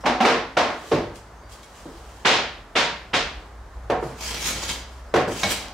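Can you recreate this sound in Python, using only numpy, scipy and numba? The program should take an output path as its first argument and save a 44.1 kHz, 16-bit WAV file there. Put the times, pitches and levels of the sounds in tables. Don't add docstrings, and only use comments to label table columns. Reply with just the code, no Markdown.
import sys
import numpy as np
from scipy import signal
from scipy.fft import rfft, irfft, next_fast_len
from scipy.io import wavfile
from scipy.ndimage import uniform_filter1d, map_coordinates
from numba import njit

SR = 44100
rng = np.random.default_rng(int(sys.argv[2]) if len(sys.argv) > 2 else 0)


def int16_out(signal):
    q = np.round(np.clip(np.atleast_2d(signal).T, -1, 1) * 32767)
    wavfile.write(sys.argv[1], SR, q.astype(np.int16))


def convert_level_to_amplitude(level_db):
    exponent = np.asarray(level_db, float) / 20
    return 10 ** exponent


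N = 252693


def unit(x):
    return x / np.sqrt(np.mean(x ** 2) + 1e-20)


def along(points, hz):
    f, v = np.transpose(points)
    return np.interp(np.log(hz + 1), np.log(f + 1), v)


def curves(tables):
    t, out = np.arange(N) / SR, -120
    for rows in tables:
        s, *cols = np.transpose(rows)
        out = np.maximum(out, [np.interp(t, s, c, left=-120, right=-120) for c in cols])
    return uniform_filter1d(out, size=600)


def wobble(rate):
    knots = rng.standard_normal(int(N * rate / SR) + 4)
    return map_coordinates(knots, [np.arange(N) * rate / SR])


def filtered(x, response):
    m = next_fast_len(x.shape[-1] + 8192)
    spectrum = rfft(x, m) * response(np.fft.rfftfreq(m, 1 / SR))
    return irfft(spectrum, m)[..., :x.shape[-1]]


def resonant(peaks, hz, lift_db, flip=1):
    total = 1
    for k, (centre, width, db) in enumerate(peaks):
        damping = 1j * hz * width
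        total = total + flip ** k * convert_level_to_amplitude(db + lift_db) * damping / (centre * centre - hz * hz + damping)
    return total


def spread(pair, colour):
    # f/Hz, left-right likeness [0..1]
    alike = [(60, 1), (180, .997), (350, .975), (700, .88), (1650, .65), (4970, .36), (8000, .25),
             (15000, .5)]

    def mid_side(hz):
        turn = np.arccos(np.clip(along(alike, hz), -1, 1)) / 2
        return colour(hz) * np.array([np.cos(turn), np.sin(turn)])

    mid, side = filtered(pair, mid_side)
    return np.array([mid + side, mid - side])


def echo(stretch, build):
    # f/Hz, t60/s
    walls = [(100, 0.73), (300, 0.48), (700, 0.52), (2000, 0.56), (5000, 0.5), (13000, 0.28)]
    hz, t, z = signal.stft(rng.standard_normal((2, SR)), SR, nperseg=256)
    decay = convert_level_to_amplitude(-60 * t / (stretch * along(walls, hz))[:, None])
    tail = signal.istft(z * decay, SR, nperseg=256)[1][:, :SR]
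    tail = spread(tail * (1 - np.exp(-np.arange(SR) / SR / build)) ** 2, lambda hz: 1)
    return tail / np.linalg.norm(tail[0])


def fibres(rate, size_db, patchy_db):
    struck = rng.random((2, N)) < rate / SR
    clicks = struck * rng.standard_normal((2, N)) * convert_level_to_amplitude(size_db * rng.exponential(size=(2, N)))
    z = signal.stft(rng.standard_normal((2, N)) + .6 * unit(clicks), nperseg=256)[2]
    field = uniform_filter1d(rng.standard_normal(z.shape[1:]), size=4, axis=0)
    field = uniform_filter1d(field, size=18, axis=1)
    return signal.istft(z * convert_level_to_amplitude(patchy_db * unit(field)), nperseg=256)[1][:, :N]


def fan():
    # t/s, hum level/dB
    hum_swells = [(0.0, -43), (0.83, -56), (0.91, -46), (1.53, -47), (1.68, -62), (2.01, -46), (2.6, -53),
                  (2.66, -65), (2.82, -46), (3.11, -49), (3.38, -41), (3.43, -53), (3.61, -37), (3.7, -54),
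                  (3.77, -37), (4.2, -47), (4.28, -38), (5.73, -48)]
    # f/Hz, level/dB per Hz
    housing = [(20, -26), (32, -9), (42, 5.5), (52, 0), (70, -6), (95, -4), (125, -10.5), (170, -31),
               (300, -120)]
    # f/Hz, level/dB per Hz
    rush = [(65, -28), (110, -8), (200, -5.5), (375, -6), (860, -4), (1200, -6), (1800, -12), (2640, -22),
            (7000, -26.3), (15800, -42.5)]
    hum_swell_db, = curves([hum_swells])
    swing_db = hum_swell_db - hum_swell_db.mean()
    hum = np.sqrt(2) * np.sin(2 * np.pi * np.cumsum(59 + 1.8 * wobble(5.4)) / SR)
    rumble = unit(spread(rng.standard_normal((2, N)), lambda hz: convert_level_to_amplitude(along(housing, hz))))
    air = unit(spread(rng.standard_normal((2, N)), lambda hz: convert_level_to_amplitude(along(rush, hz))))
    hum_db = hum_swell_db + 1.5 * wobble(7)
    rumble_db = -48 + .3 * swing_db + 1.5 * wobble(4)
    air_db = -47 + .05 * swing_db + 0.52 * wobble(9)
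    return convert_level_to_amplitude(hum_db) * hum + convert_level_to_amplitude(rumble_db) * rumble + convert_level_to_amplitude(air_db) * air


def sleeves():
    # t/s of the peak, time/s to rise 30 dB, time/s to fall 60 dB, level/dB
    brushes = [(0.01, .012, .1, -49), (0.915, .45, .15, -42), (1.158, .03, .2, -42.5),
               (1.495, .008, .3, -50), (1.525, .03, .25, -44), (1.632, .012, .15, -50), (1.79, .3, .4, -49),
               (1.95, .4, 1.5, -54), (2.2, .6, .6, -54), (4.04, .07, .7, -44), (4.93, .2, .9, -54)]
    # f/Hz, level/dB per Hz
    wool = [(880, -41), (1500, -5.5), (2290, -5), (3270, 0), (3400, -4.5), (4750, -3.5), (7400, -5),
            (15800, -21)]
    rub = convert_level_to_amplitude(0.49 * wobble(30.3)) * fibres(rate=800, size_db=2.5, patchy_db=1.5)
    s, rise, fall, peak_db = np.transpose(brushes)
    since = np.arange(N)[:, None] / SR - s
    brush = convert_level_to_amplitude(peak_db + np.minimum(30 * since / rise, -60 * since / fall)).sum(axis=1)
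    return convert_level_to_amplitude(-3.5) * brush * unit(spread(rub, lambda hz: convert_level_to_amplitude(along(wool, hz))))


def squeaks():
    # t/s, length/s, f/Hz, level/dB
    slips = [
        (0.0, .05, 5200, -60),
        (0.0, .04, 5700, -58),
        (1.34, .1, 6350, -66),
        (1.4, .11, 4700, -63),
        (1.628, .03, 7200, -58),
        (5.07, .06, 5000, -66),
    ]
    out, t = np.zeros(N + SR), np.arange(SR // 2) / SR
    for s, length, hz, db in slips:
        waver = np.cumsum(rng.standard_normal(len(t))) * .03
        swell = np.sin(np.pi * np.clip(t / length, 0, 1))
        out[round(s * SR):][:len(t)] += convert_level_to_amplitude(db) * swell * np.sin(2 * np.pi * hz * t + waver)
    return out[:N]


def iron():
    # t/s, peak level/dB
    taps = [
        (1.6307, -46),
        (5.4321, -13.5),
    ]
    # f/Hz, width/Hz, level/dB
    casting = [(1580, 90, -3), (2220, 73, 6.5), (3060, 130, -8), (3800, 110, 3), (4100, 110, 3),
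               (5800, 110, 1.5), (6520, 120, -11), (7000, 130, -11.5)]
    rattle, t = np.zeros(N + SR), np.arange(SR // 2) / SR
    for s, db in taps:
        rattle[round(s * SR):][:len(t)] += convert_level_to_amplitude(db - 13 - 60 * t / 0.033) * rng.standard_normal(len(t))
    return filtered(rattle[:N], lambda hz: resonant(casting, hz, 27.3, flip=-1) / (1 + (hz / 9000) ** 2))


def plane():
    # t/s, level/dB
    strokes = [
        [(4.15, -54), (4.225, -32.5), (4.27, -28.5), (4.37, -35), (4.466, -25), (4.56, -31.5), (4.66, -32.5),
         (4.71, -28), (4.86, -60.5)],
        [(5.27, -46), (5.32, -36.5), (5.42, -31), (5.47, -31), (5.515, -20.5), (5.545, -32), (5.62, -42),
         (5.72, -58)],
    ]
    # t/s, length/s, level/dB, level of the top/dB
    knots = [
        (4.48, 0.012, 4.5, 2.5),
        (4.59, .05, -.3, -6),
        (4.635, .008, 5, -1.5),
        (4.675, .012, -5, 1.5),
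        (4.702, 0.016, 6, -6),
        (5.525, 0.013, 4, 1.5),
    ]
    # f/Hz, level/dB per Hz
    shaving = [(150, -6), (250, -2), (379, -8), (595, -3), (696, -7), (1000, -3.5), (1170, -6.5),
               (2260, -3.5), (4690, -4.5), (8030, -6), (15800, -19.5)]
    # f/Hz, width/Hz, level/dB
    sing = [(2300, 180, -9), (3150, 160, -1.5), (4120, 120, -8), (4800, 120, -4), (5950, 120, -14),
            (6700, 200, -5), (7900, 150, -7)]
    depth_db, = curves(strokes)
    s, length, grain_db, curl_db = np.transpose(knots)
    grain = np.exp(-((np.arange(N)[:, None] / SR - s) / length) ** 2)
    over_db = np.clip(depth_db + 32, -30, 30)
    cut_db = depth_db + grain @ grain_db
    top_db = -15.5 + .05 * over_db + grain @ curl_db
    body_db = 2.5 - .35 * over_db
    chatter = convert_level_to_amplitude(wobble(70) + 1.5 * wobble(200))
    tear = chatter * fibres(rate=2500, size_db=3, patchy_db=2.3)
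    tear = unit(spread(tear, lambda hz: convert_level_to_amplitude(along(shaving, hz)) * resonant(sing, hz, 0)))
    top = filtered(tear, lambda hz: np.clip(hz / 3000 - 2, 0, 1))
    body = filtered(tear, lambda hz: np.clip(2 - hz / 900, 0, 1))
    return convert_level_to_amplitude(cut_db - 1.5) * (tear + (convert_level_to_amplitude(top_db + 13.5) - 1) * top + (convert_level_to_amplitude(body_db) - 1) * body)


def blows(events, body, ring_db, room_db, room_grows, rise, crack, stretch):
    # f/Hz, width/Hz, level/dB
    bench = [(154, 39, -16), (250, 16, -6), (340, 10, -1.5), (450, 12, 1.5), (590, 10, -1.5),
             (735, 12, 1.5), (945, 10, -3), (1075, 12, 3)]
    out, t = np.zeros((2, N + 2 * SR)), np.arange(SR) / SR
    for s, db, treble_db, thump_hz, thump_db in events:

        def colour(hz):
            octaves = np.log2(hz / 1200 + 1e-9)
            hard = convert_level_to_amplitude((treble_db + 15) * np.clip(octaves / 2, 0, 1))
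            thump = resonant([(thump_hz, 0.38 * thump_hz, thump_db)], hz, 0)
            return convert_level_to_amplitude(along(body, hz)) * hard * thump * resonant(bench, hz, ring_db)

        burst = rng.standard_normal(SR) * (1 - np.exp(-t / rise)) ** 2 * convert_level_to_amplitude(-60 * t / crack)
        room = convert_level_to_amplitude(room_db + room_grows * (db - events[0][1])) * echo(stretch, rise)
        burst = filtered(burst / np.linalg.norm(burst) + room, colour)
        treble = filtered(burst, lambda hz: np.clip(hz / 2500 - 1, 0, 1))
        burst = burst - treble * np.exp(-t / (1.74 * rise))
        start = round((s - 1.3 * rise) * SR)
        out[:, start:][:, :SR] += convert_level_to_amplitude(db + 31) * burst / np.linalg.norm(burst[0])
    return out[:, :N]


def mallet():
    # t/s, peak level/dB, treble/dB, thump f/Hz, thump level/dB
    strikes = [
        (2.258, -5, -11, 730, -5.5),
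        (2.762, -10.5, -12, 961, -13),
        (3.141, -13.5, -12, 780, -20),
    ]
    # f/Hz, level/dB per Hz
    far_body = [(53, -52), (90, -9.5), (527, 1.5), (667, 1.5), (864, -2.5), (942, 1.5), (1000, -1),
                (1480, 0.5), (3580, -3), (6840, -14.5), (15500, -47)]
    return blows(strikes, far_body, ring_db=-2.5, room_db=21, room_grows=2.05, rise=.0085, crack=0.13,
                 stretch=0.92)


def sole():
    # t/s, peak level/dB, treble/dB, thump f/Hz, thump level/dB
    contacts = [
        (3.9, -17, -19.5, 500, 2.3),
        (3.924, -21, -36, 720, 4),
        (4.025, -26.5, -36, 430, 2.5),
        (5.14, -11, -16.5, 457, 1),
        (5.16, -12, -16, 437, -1.5),
        (5.28, -23, -34, 322, 6.2),
        (5.433, -20.5, -0.5, 790, 1.7),
    ]
    # f/Hz, level/dB per Hz
    sole_body = [(55, -44), (95, -9), (180, -10.5), (450, -5.5), (750, -8), (1100, -11.5), (1700, -12),
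                 (3000, -20), (6000, -28.5), (15500, -53)]
    return blows(contacts, sole_body, ring_db=0.5, room_db=4, room_grows=-.15, rise=.0012, crack=0.06,
                 stretch=0.74)


def ringing():
    # t/s, f/Hz, level/dB, t60/s
    rings = [(0.047, 247, -21.5, .2), (0.064, 826, -21, 0.17), (0.068, 1150, -20, .2),
             (0.206, 241, -10.5, 0.22), (0.21, 767, -16, .22), (0.276, 461, -13, 0.34),
             (0.575, 243, -21, .2), (0.58, 694, -29, 0.18), (0.6, 95, -36, .5), (0.925, 43, -33, .6),
             (0.925, 102, -30, .8), (0.923, 151, -23, 0.42), (0.926, 373, -19, .2), (0.93, 260, -24, 0.21),
             (1.857, 160, -38, 0.22), (3.903, 735, -21, .15), (4.04, 141, -31, 0.4), (4.54, 124, -34, .25),
             (5.143, 762, -11, .15), (5.166, 337, -17, 0.3), (3.15, 44, -36, .8), (3.905, 95, -38, .5),
             (5.145, 80, -34, .6), (5.44, 95, -33, .6), (5.27, 108, -33, .5), (5.2, 143, -36, 0.33),
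             (5.436, 192, -24.5, 0.28), (5.44, 592, -23, .2), (5.435, 797, -25, 0.15)]
    out, t = np.zeros(N + SR), np.arange(SR // 2) / SR
    for s, hz, db, t60 in rings:
        waver = np.cumsum(rng.standard_normal(len(t))) * .04
        swell = 1 - np.exp(-t / 0.0042)
        out[round(s * SR):][:len(t)] += convert_level_to_amplitude(db - 60 * t / t60) * swell * np.sin(2 * np.pi * hz * t + waver)
    return out[:N]


def frame():
    # t/s, peak level/dB, treble/dB, thump f/Hz, thump level/dB
    hits = [
        (0.040, -27, -16, 690, 12),
        (0.060, -12.5, -11.5, 830, -0.5),
        (0.074, -24, -19, 240, 24),
        (0.207, -11.5, -13, 766, -2),
        (0.222, -20.5, -14, 910, 5),
        (0.252, -6, -11.5, 470, -11),
        (0.572, -9, -10.5, 650, 1),
        (0.918, -12, -5, 386, 23),
        (0.935, -26.5, -6, 140, 31),
        (1.858, -35, -47, 312, 23),
    ]
    # t/s, peak level/dB, treble/dB, thump f/Hz, thump level/dB
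    slides = [
        (0.68, -27, -13, 1400, -2.5),
        (0.83, -39, -16, 450, 1.5),
        (4.1, -37, -22, 200, 8),
        (5.62, -36, -30, 750, 5),
    ]
    # f/Hz, level/dB per Hz
    frame_body = [(53, -62), (90, -17), (191, -11.5), (242, -3.5), (301, -3.5), (626, -1.5), (759, -1),
                  (1250, -4), (2090, -7.5), (5750, -20.5), (15500, -53)]
    knocks = blows(hits, frame_body, ring_db=0.5, room_db=4, room_grows=0.0, rise=.004, crack=0.088,
                   stretch=0.9)
    return knocks + blows(slides, frame_body, ring_db=0.4, room_db=3, room_grows=0.0, rise=.025, crack=0.3,
                          stretch=0.9)


def scene():
    # f/Hz, left minus right/dB
    lean = [(100, 0), (1000, -.6), (3000, -.5), (6000, .2), (10000, .6)]
    rub = plane() + sleeves() + iron() + squeaks()
    room = signal.fftconvolve(rub[:1], echo(stretch=0.99, build=0.0019), axes=1)[:, :N]
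    rub = 1.05 * rub + convert_level_to_amplitude(-3.5) * room
    near = frame() + mallet() + sole() + ringing() + rub
    return filtered(near, lambda hz: convert_level_to_amplitude(np.outer([.5, -.5], along(lean, hz)))) + fan()


@njit
def follow(level, attack, release):
    out = level.copy()
    for i in range(1, len(out)):
        speed = attack if level[i] > out[i - 1] else release
        out[i] = out[i - 1] + (level[i] - out[i - 1]) * speed
    return out


def low_pass(x):
    return signal.sosfilt(signal.butter(12, 16240, fs=SR, output="sos"), x)


def record(dry):
    level = follow(np.abs(dry).max(axis=0), 1 / (0.0009 * SR), 1 / (0.0094 * SR))
    held = dry * (1 + (level / convert_level_to_amplitude(-11)) ** 3) ** -.3
    held = filtered(held, lambda hz: (hz < 15830) / np.sqrt(1 + (36 / (hz + 1)) ** 8))
    return low_pass(held)


dry = scene()
out = record(dry)
int16_out(out)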